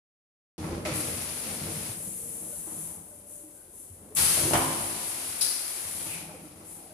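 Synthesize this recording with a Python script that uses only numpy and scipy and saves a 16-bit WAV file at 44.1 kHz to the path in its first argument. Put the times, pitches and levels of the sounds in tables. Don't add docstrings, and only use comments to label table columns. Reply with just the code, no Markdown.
import sys
import numpy as np
from scipy import signal
from scipy.fft import rfft, irfft, next_fast_len
from scipy.io import wavfile

SR = 44100
rng = np.random.default_rng(int(sys.argv[2]) if len(sys.argv) > 2 else 0)


def output_pcm(signal):
    pcm = np.clip(np.atleast_2d(signal).T, -1, 1) * 32767
    wavfile.write(sys.argv[1], SR, np.round(pcm).astype(np.int16))


N = 305613
TIME = np.arange(N) / SR

# frequency_hz, t60_s
ROOM_T60 = [(100, 2), (1000, 1.5), (4000, 0.95), (10000, 0.92)]
# frequency_hz, side_minus_mid_db
STEREO_WIDTH = [(60, -25), (170, -17.5), (350, -11.5), (700, -5.5), (1300, -0.5), (14000, 0)]

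# frequency_hz, relative_level_db
PLANT_EQ = [(30, 3), (60, 1), (100, 0.5), (200, -4), (320, 1.5), (600, -3), (1000, -13), (2000, -24.5),
            (4000, -45), (12000, -59)]
ROLLER_EQ = [(30, -12), (45, -7), (85, 5.5), (160, -2.5), (230, 3), (320, -3.5), (420, -5), (620, -8),
             (900, -13), (2000, -24), (4000, -34), (12000, -90)]
AIR_EQ = [(3500, -14.5), (5000, -18), (6200, -2.5), (8000, 2.5), (10000, 1.5), (12000, -0.5), (14000, -3.5)]
WATER_EQ = [(100, -33), (300, 5), (650, 6), (1000, 4), (1600, 2), (2300, 5), (3400, 2), (5000, 3.5),
            (7000, -1.5), (10000, -30), (14000, -26.5)]
BLOW_OFF_EQ = [(30, -16), (60, 6), (170, 6.5), (400, 2.5), (800, 0.5), (1300, 2.5), (1600, 1), (2100, 3),
               (3400, 2), (4800, 2.5), (7000, 2), (8400, 1.5), (10000, 0.5), (12500, -1.5), (14000, -3)]
SPIT_EQ = [(1000, -12.5), (3600, -8.5), (4100, 1), (4900, 5.5), (6100, -4), (7000, -8), (8500, -6),
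           (10200, -3.5), (12000, -14), (14000, -10)]
JAR_RATTLE_EQ = [(30, -32), (50, -15), (90, 17.5), (160, 2), (230, -4), (520, 3.5), (800, 1), (1300, 3.5),
                 (1650, -5), (2100, 5.5), (2500, 5), (2900, -4), (4000, -3), (12000, -9.5)]
CLAMP_RATTLE_EQ = [(30, -37), (55, 0), (100, 6.5), (200, 3), (340, 2), (480, -1), (780, 7), (1050, 1.5),
                   (1600, -5), (3000, -8.5), (4000, -15.5), (10000, -9)]

# start_s, length_s, pitch_hz, level_db
MOTOR_TONES = [(.58, 5.7, 87, -69.5), (.58, 2.9, 290, -69), (.58, 2.5, 326, -66), (3.9, 3.0, 331, -66),
               (1.62, .68, 457, -61.5), (3.08, .39, 583, -64)]
# start_s, length_s, level_db
JAR_SHOVES = [(.52, 0.24, -37.5), (.87, 0.044, -37.5), (1.38, 0.1, -42), (1.59, 0.029, -41.5),
              (2.2, 0.67, -51.5), (3.95, 0.63, -52), (5.1, 0.22, -52.5), (5.8, 0.76, -53)]
# centre_hz, width_hz, boost_db
JAR_HOLLOWS = [(175, 30, 1), (320, 28, 3), (465, 28, 3), (600, 40, 3)]
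# start_s, length_s, centre_hz, width_hz, level_db, glide_octaves_per_s
RUBS = [(0.573, 0.11, 85.4, 21.8, -46, 0), (1.593, 0.35, 155, 60, -51, 0),
        (2.302, 0.25, 567, 304, -59.5, 0), (2.62, 0.19, 800, 790, -58, -0.5),
        (2.839, 0.21, 840, 300, -62, -1), (3.531, .11, 1510, 109, -70, -0.5),
        (4.359, 0.085, 556, 160, -40.5, 0), (4.397, 0.16, 346, 80, -37.5, -0.2),
        (6.01, 0.25, 161, 22, -51, 1.5), (6.06, 0.14, 2500, 800, -47.5, -2),
        (6.048, 0.39, 770, 200, -57.5, 0.5), (6.723, 0.214, 776, 160, -59, -0.2)]
# start_s, pitch_hz, level_db
JAR_BONKS = [(.583, 300, -36), (.6, 84, -32), (.64, 160, -31), (.69, 84, -30.5), (.712, 330, -35),
             (.72, 165, -34), (.852, 590, -32.5), (.854, 1250, -38), (.858, 305, -35), (.885, 490, -35),
             (.915, 132, -30), (.97, 300, -37), (1.12, 390, -42), (1.205, 130, -41), (1.611, 145, -37),
             (1.705, 138, -37.5), (1.755, 150, -37), (1.886, 105, -37), (1.97, 170, -41.5),
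             (2.065, 188, -47), (2.151, 190, -47), (2.255, 225, -47), (2.41, 315, -49), (2.495, 455, -49),
             (2.522, 565, -46), (2.669, 310, -44), (2.72, 310, -45), (2.772, 160, -40), (3.11, 570, -52),
             (3.435, 298, -47), (3.675, 330, -55), (3.735, 385, -52), (3.9, 86, -44), (4.105, 410, -49),
             (5.85, 92, -48), (5.94, 86, -46), (5.975, 258, -47), (6.046, 275, -45), (6.052, 860, -48),
             (6.21, 295, -47), (6.285, 595, -45.5), (6.34, 490, -43.5), (6.335, 275, -46),
             (6.435, 295, -45), (6.6, 310, -49), (6.78, 312, -50), (6.9, 590, -50)]
# start_s, level_db, brightness_hz
JAR_KNOCKS = [(.64, -7.5, 1500), (.715, -20, 900), (.851, -4, 4530), (.92, -11, 1500), (1.66, -5.5, 710),
              (6.055, -16.5, 1100), (6.29, -19, 1400), (6.345, -27, 1400), (6.443, -25, 1205),
              (6.604, -21, 1210)]
# pitch_hz, level_db, t60_s
JAR_MODES = [(135, 13, 0.26), (318, 17, 0.35), (474, 14, 0.25), (590, 14, 0.15), (1090, 6, .25),
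             (1330, 12, 0.22), (1930, 4, .12), (2170, 3, .12), (2470, 4, .12), (3580, 1, .12)]

# start_s, length_s, level_db
AIR_JETS = [(.93, 1.964, -43), (4.55, 1.556, -41)]
# start_s, length_s, level_db
AIR_PUFFS = [(.58, 0.082, -56.5), (.84, 0.028, -44), (3.06, 0.079, -56.5), (3.26, 0.07, -49),
             (3.48, 0.12, -60.5), (3.72, 0.1, -52.5), (6.38, 0.056, -59), (6.64, 0.1, -50.5)]
# start_s, length_s, level_db
WATER_JETS = [(.58, 0.2, -49), (.85, 1.047, -40), (4.6, 1.586, -39.5)]
# start_s, length_s, level_db
SOFT_RUSHES = [(1.9, 1.0, -60), (6.12, .9, -60.5)]
# pitch_hz, level_db
EXHAUST_WHISTLES = [(3143, -24), (4194, -24), (4720, -22.5), (6476, -23), (8186, -27), (8620, -22)]
# start_s, level_db, brightness_hz
HEAD_CLAMPS = [(4.372, -5.5, 400), (4.434, -3, 417), (4.509, -1.5, 605), (4.534, 0.5, 5700),
               (4.552, -2, 3500), (4.582, -10.5, 2000)]
# pitch_hz, level_db, t60_s
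STEEL_MODES = [(103.1, -2, 0.48), (152.8, 0, 0.75), (214.6, -2, 0.89), (264.8, 4, 0.56), (339.3, 4.5, 0.53),
               (429.3, -6, 0.62), (483, -6.5, 0.47), (575, -5, 0.58), (749, 11.5, 0.14), (827, -10, 0.5),
               (974.4, 5, 0.72), (1022, 4, 0.65), (1086, -4, .35), (1200, -10, 0.61), (1387, -7, 0.24),
               (1920, -3, 0.31), (2317, -4.5, 0.45), (3010, -2, 0.36)]


def undb(db):
    return 10 ** (np.asarray(db) / 20)


def unit(x):
    return x / np.sqrt(np.mean(x ** 2))


def curve_at(points, hz):
    point_hz, value = np.transpose(points)
    return np.interp(np.log(hz + 1), np.log(point_hz), value)


def filtered(x, response):
    size = next_fast_len(x.shape[-1] + 4096)
    spectrum = rfft(x, size) * response(np.fft.rfftfreq(size, 1 / SR))
    return irfft(spectrum, size)[..., :x.shape[-1]]


def colour(x, eq):
    return unit(filtered(x, lambda hz: undb(curve_at(eq, hz))))


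def resonance(hz, centre_hz, width_hz):
    return 1j * hz * width_hz / (centre_hz ** 2 - hz ** 2 + 1j * hz * width_hz)


def diffuse(pair):
    mid = pair[0]
    side = filtered(pair[1], lambda hz: undb(curve_at(STEREO_WIDTH, hz)))
    return np.array([mid + side, mid - side])


def noise(size=N):
    return diffuse(rng.standard_normal((2, size)))


def clicks(per_s, size):
    return (rng.random((2, size)) < per_s / SR) * rng.choice([-1, 1], (2, size))


def drift(rate_hz):
    return unit(np.interp(TIME * rate_hz, np.arange(2000), rng.standard_normal(2000)))


def tones(partials, waver_hz, flutter_db):
    out = 0
    for hz, db in partials:
        phase = 2 * np.pi * np.cumsum(hz + waver_hz * drift(25)) / SR
        flutter = undb(flutter_db * drift(5.32))
        out = out + undb(db) * unit(flutter * np.sin(phase))
    return out


def swells(rows, rise_s, release_db_per_s, sag_db_per_s=0, surge_db=0, surge_s=0.071):
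    power = 0
    for start_s, length_s, db in rows:
        age = np.maximum(TIME - start_s, 0)
        attack = 1 - np.exp(-age / rise_s)
        held_db = db + surge_db * np.exp(-age / surge_s) - sag_db_per_s * age
        release_db = release_db_per_s * np.maximum(age - length_s, 0)
        power = power + (attack * undb(held_db - release_db)) ** 2
    return np.sqrt(power)


def vent(start_s, rise_s, fall_s, open_s):
    age = np.maximum(TIME - start_s, 0)
    opening = 1 - np.exp(-age / rise_s)
    shutting = np.clip((open_s - age) / rise_s, 0, 1)
    return opening * np.exp(-age / fall_s) * shutting


def panel_ring(modes, spread):
    out, t = 0, TIME[:SR]
    for hz, db, t60_s in modes:
        cluster = filtered(rng.standard_normal(SR), lambda f: resonance(f, hz, spread * hz) ** 2)
        out = out + unit(cluster) * undb(db - 60 * t / t60_s)
    return out / np.sqrt(2)


def hits(rows, rattle_eq, modes, rattle_s, ring_db, spread):
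    out, t = np.zeros((2, N + SR)), TIME[:SR]
    body = undb(ring_db) * diffuse([panel_ring(modes, spread) for _ in range(2)])
    for start_s, db, brightness_hz in rows:
        rattle = colour(noise(SR), rattle_eq) * np.exp(-t / rattle_s)
        contact = signal.butter(2, brightness_hz, fs=SR, output="sos")
        i = int(start_s * SR)
        out[:, i:i + SR] += undb(db) * signal.sosfilt(contact, rattle + body)
    return out[:, :N]


def room(x, direct_db):
    wash, tail, t = noise(SR), 0, TIME[:SR]
    centres_hz, t60s = np.transpose(ROOM_T60)
    for weights, t60_s in zip(np.eye(len(t60s)), t60s):
        band = list(zip(centres_hz, weights))
        tail = tail + filtered(wash, lambda hz: curve_at(band, hz)) * undb(-60 * t / t60_s)
    tail = unit(tail) / np.sqrt(SR)
    reverb = signal.fftconvolve(np.broadcast_to(x, (2, N)), tail, axes=1)[:, :N]
    return undb(direct_db) * x + reverb


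def plant_murmur():
    return colour(noise(), PLANT_EQ) * undb(-59.5 + drift(3.67))


def motor():
    hum = 0
    for start_s, length_s, hz, db in MOTOR_TONES:
        load = swells([(start_s, length_s, db)], rise_s=0.016, release_db_per_s=110)
        hum = hum + load * tones([(hz, 0)], waver_hz=6, flutter_db=3)
    return hum


def rollers(bumps_per_s=70, scatter_db=1.5, idle_db=-64.5):
    def jar_response(f):
        return 1 + sum(undb(db) * resonance(f, hz, width_hz) for hz, width_hz, db in JAR_HOLLOWS)

    bumps = clicks(bumps_per_s, N) * undb(scatter_db * rng.standard_normal((2, N)))
    hollow = filtered(diffuse(bumps), jar_response)
    rumble = colour(room(hollow, direct_db=-2.5), ROLLER_EQ)
    shoves = swells(JAR_SHOVES, rise_s=0.058, release_db_per_s=25)
    return rumble * np.hypot(shoves, undb(idle_db))


def rubs(slips_per_s=1200):
    out, t = np.zeros((2, N + SR)), TIME[:SR]
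    for start_s, length_s, hz, width_hz, db, glide in RUBS:
        slips = diffuse(clicks(slips_per_s, SR))
        body = unit(filtered(slips, lambda f: resonance(f, hz, width_hz) ** 2))
        speed = 2 ** (glide * (np.minimum(t, length_s) - length_s / 2))
        playhead_s = np.cumsum(speed) / SR
        gliding = np.array([np.interp(playhead_s, t, side) for side in body])
        swell = np.sin(np.pi * np.clip(t / length_s, 0, 1))
        i = int(start_s * SR)
        out[:, i:i + SR] += undb(db) * swell * gliding
    return room(out[:, :N], direct_db=2.5)


def jar_bonks(rise_s=0.004, decay_s=0.022, sharp_share=0.08, overtone_ratio=2.5, overtone_db=-9):
    out, t = np.zeros(N + SR), TIME[:SR]
    decay = np.exp(-t / decay_s)
    envelope = (1 - np.exp(-t / rise_s)) * decay
    for start_s, hz, db in JAR_BONKS:
        pitch_hz = hz * (1 + sharp_share * decay)
        phase = 2 * np.pi * (rng.random() + np.cumsum(pitch_hz) / SR)
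        overtone = undb(overtone_db) * envelope * np.sin(overtone_ratio * phase)
        i = int(start_s * SR)
        out[i:i + SR] += undb(db) * envelope * (np.sin(phase) + overtone)
    return room(out[:N], direct_db=4.5)


def jar_knocks():
    knocks = hits(JAR_KNOCKS, JAR_RATTLE_EQ, JAR_MODES, rattle_s=0.071, ring_db=-24, spread=0.078)
    return room(knocks * undb(-30.5), direct_db=3)


def air_hiss(flutter_db=0.58, leak_db=-60.5):
    jets = swells(AIR_JETS, rise_s=0.023, release_db_per_s=69, sag_db_per_s=1, surge_db=9.5)
    puffs = swells(AIR_PUFFS, rise_s=0.033, release_db_per_s=69)
    flow = np.sqrt(jets ** 2 + puffs ** 2 + undb(leak_db) ** 2)
    return colour(noise(), AIR_EQ) * flow * undb(flutter_db * drift(22))


def water_spray(splash_db=1.22, floor_db=-68.5):
    splashes = undb(splash_db * np.array([drift(160), drift(160)]))
    jets = swells(WATER_JETS, rise_s=0.00039, release_db_per_s=85, sag_db_per_s=3.5)
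    rushes = swells(SOFT_RUSHES, rise_s=0.045, release_db_per_s=83)
    envelope = np.sqrt(jets ** 2 + rushes ** 2 + undb(floor_db) ** 2)
    return colour(noise() * splashes, WATER_EQ) * envelope


def valve_spit():
    flow = vent(start_s=5.409, rise_s=0.002, fall_s=0.031, open_s=0.15)
    spit = colour(noise(), SPIT_EQ) * flow * undb([[-20.5], [-24]])
    return room(spit, direct_db=-2.5)


def valve_blow_off():
    crack_flow = vent(start_s=4.149, rise_s=0.002, fall_s=0.03, open_s=0.03)
    blast_flow = vent(start_s=4.16, rise_s=0.008, fall_s=0.27, open_s=0.43)
    whistles = tones(EXHAUST_WHISTLES, waver_hz=9, flutter_db=1.5)
    crack = colour(noise(), AIR_EQ) * crack_flow * undb(-33)
    blast = (colour(noise(), BLOW_OFF_EQ) + whistles) * blast_flow * undb(-25.5)
    return room(crack + blast, direct_db=-0.5)


def head_clang():
    clang = hits(HEAD_CLAMPS, CLAMP_RATTLE_EQ, STEEL_MODES, rattle_s=0.028, ring_db=-18.5, spread=0.038)
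    return room(clang * undb([[-21.5], [-20.5]]), direct_db=3)


def scene():
    bed = plant_murmur() + motor()
    jars = rollers() + rubs() + jar_bonks() + jar_knocks()
    filler = air_hiss() + water_spray() + valve_spit() + valve_blow_off() + head_clang()
    return bed + jars + filler


def mic_port(x, centre_hz, width_hz, boost_db):
    return filtered(x, lambda hz: 1 + undb(boost_db) * resonance(hz, centre_hz, width_hz))


def record(dry):
    switch_on_s, low_cut_hz, high_cut_hz = 0.58, 38, 14250
    left = mic_port(dry[0], centre_hz=10140, width_hz=1296, boost_db=15.0)
    right = mic_port(dry[1], centre_hz=9940, width_hz=1930, boost_db=4.5)
    live = np.array([left, right]) * (TIME > switch_on_s)
    low_cut = signal.butter(6, low_cut_hz, "high", fs=SR, output="sos")
    high_cut = signal.ellip(12, 0.2, 80, high_cut_hz, fs=SR, output="sos")
    return signal.sosfilt(high_cut, signal.sosfilt(low_cut, live))


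dry = scene()
out = record(dry)
output_pcm(out)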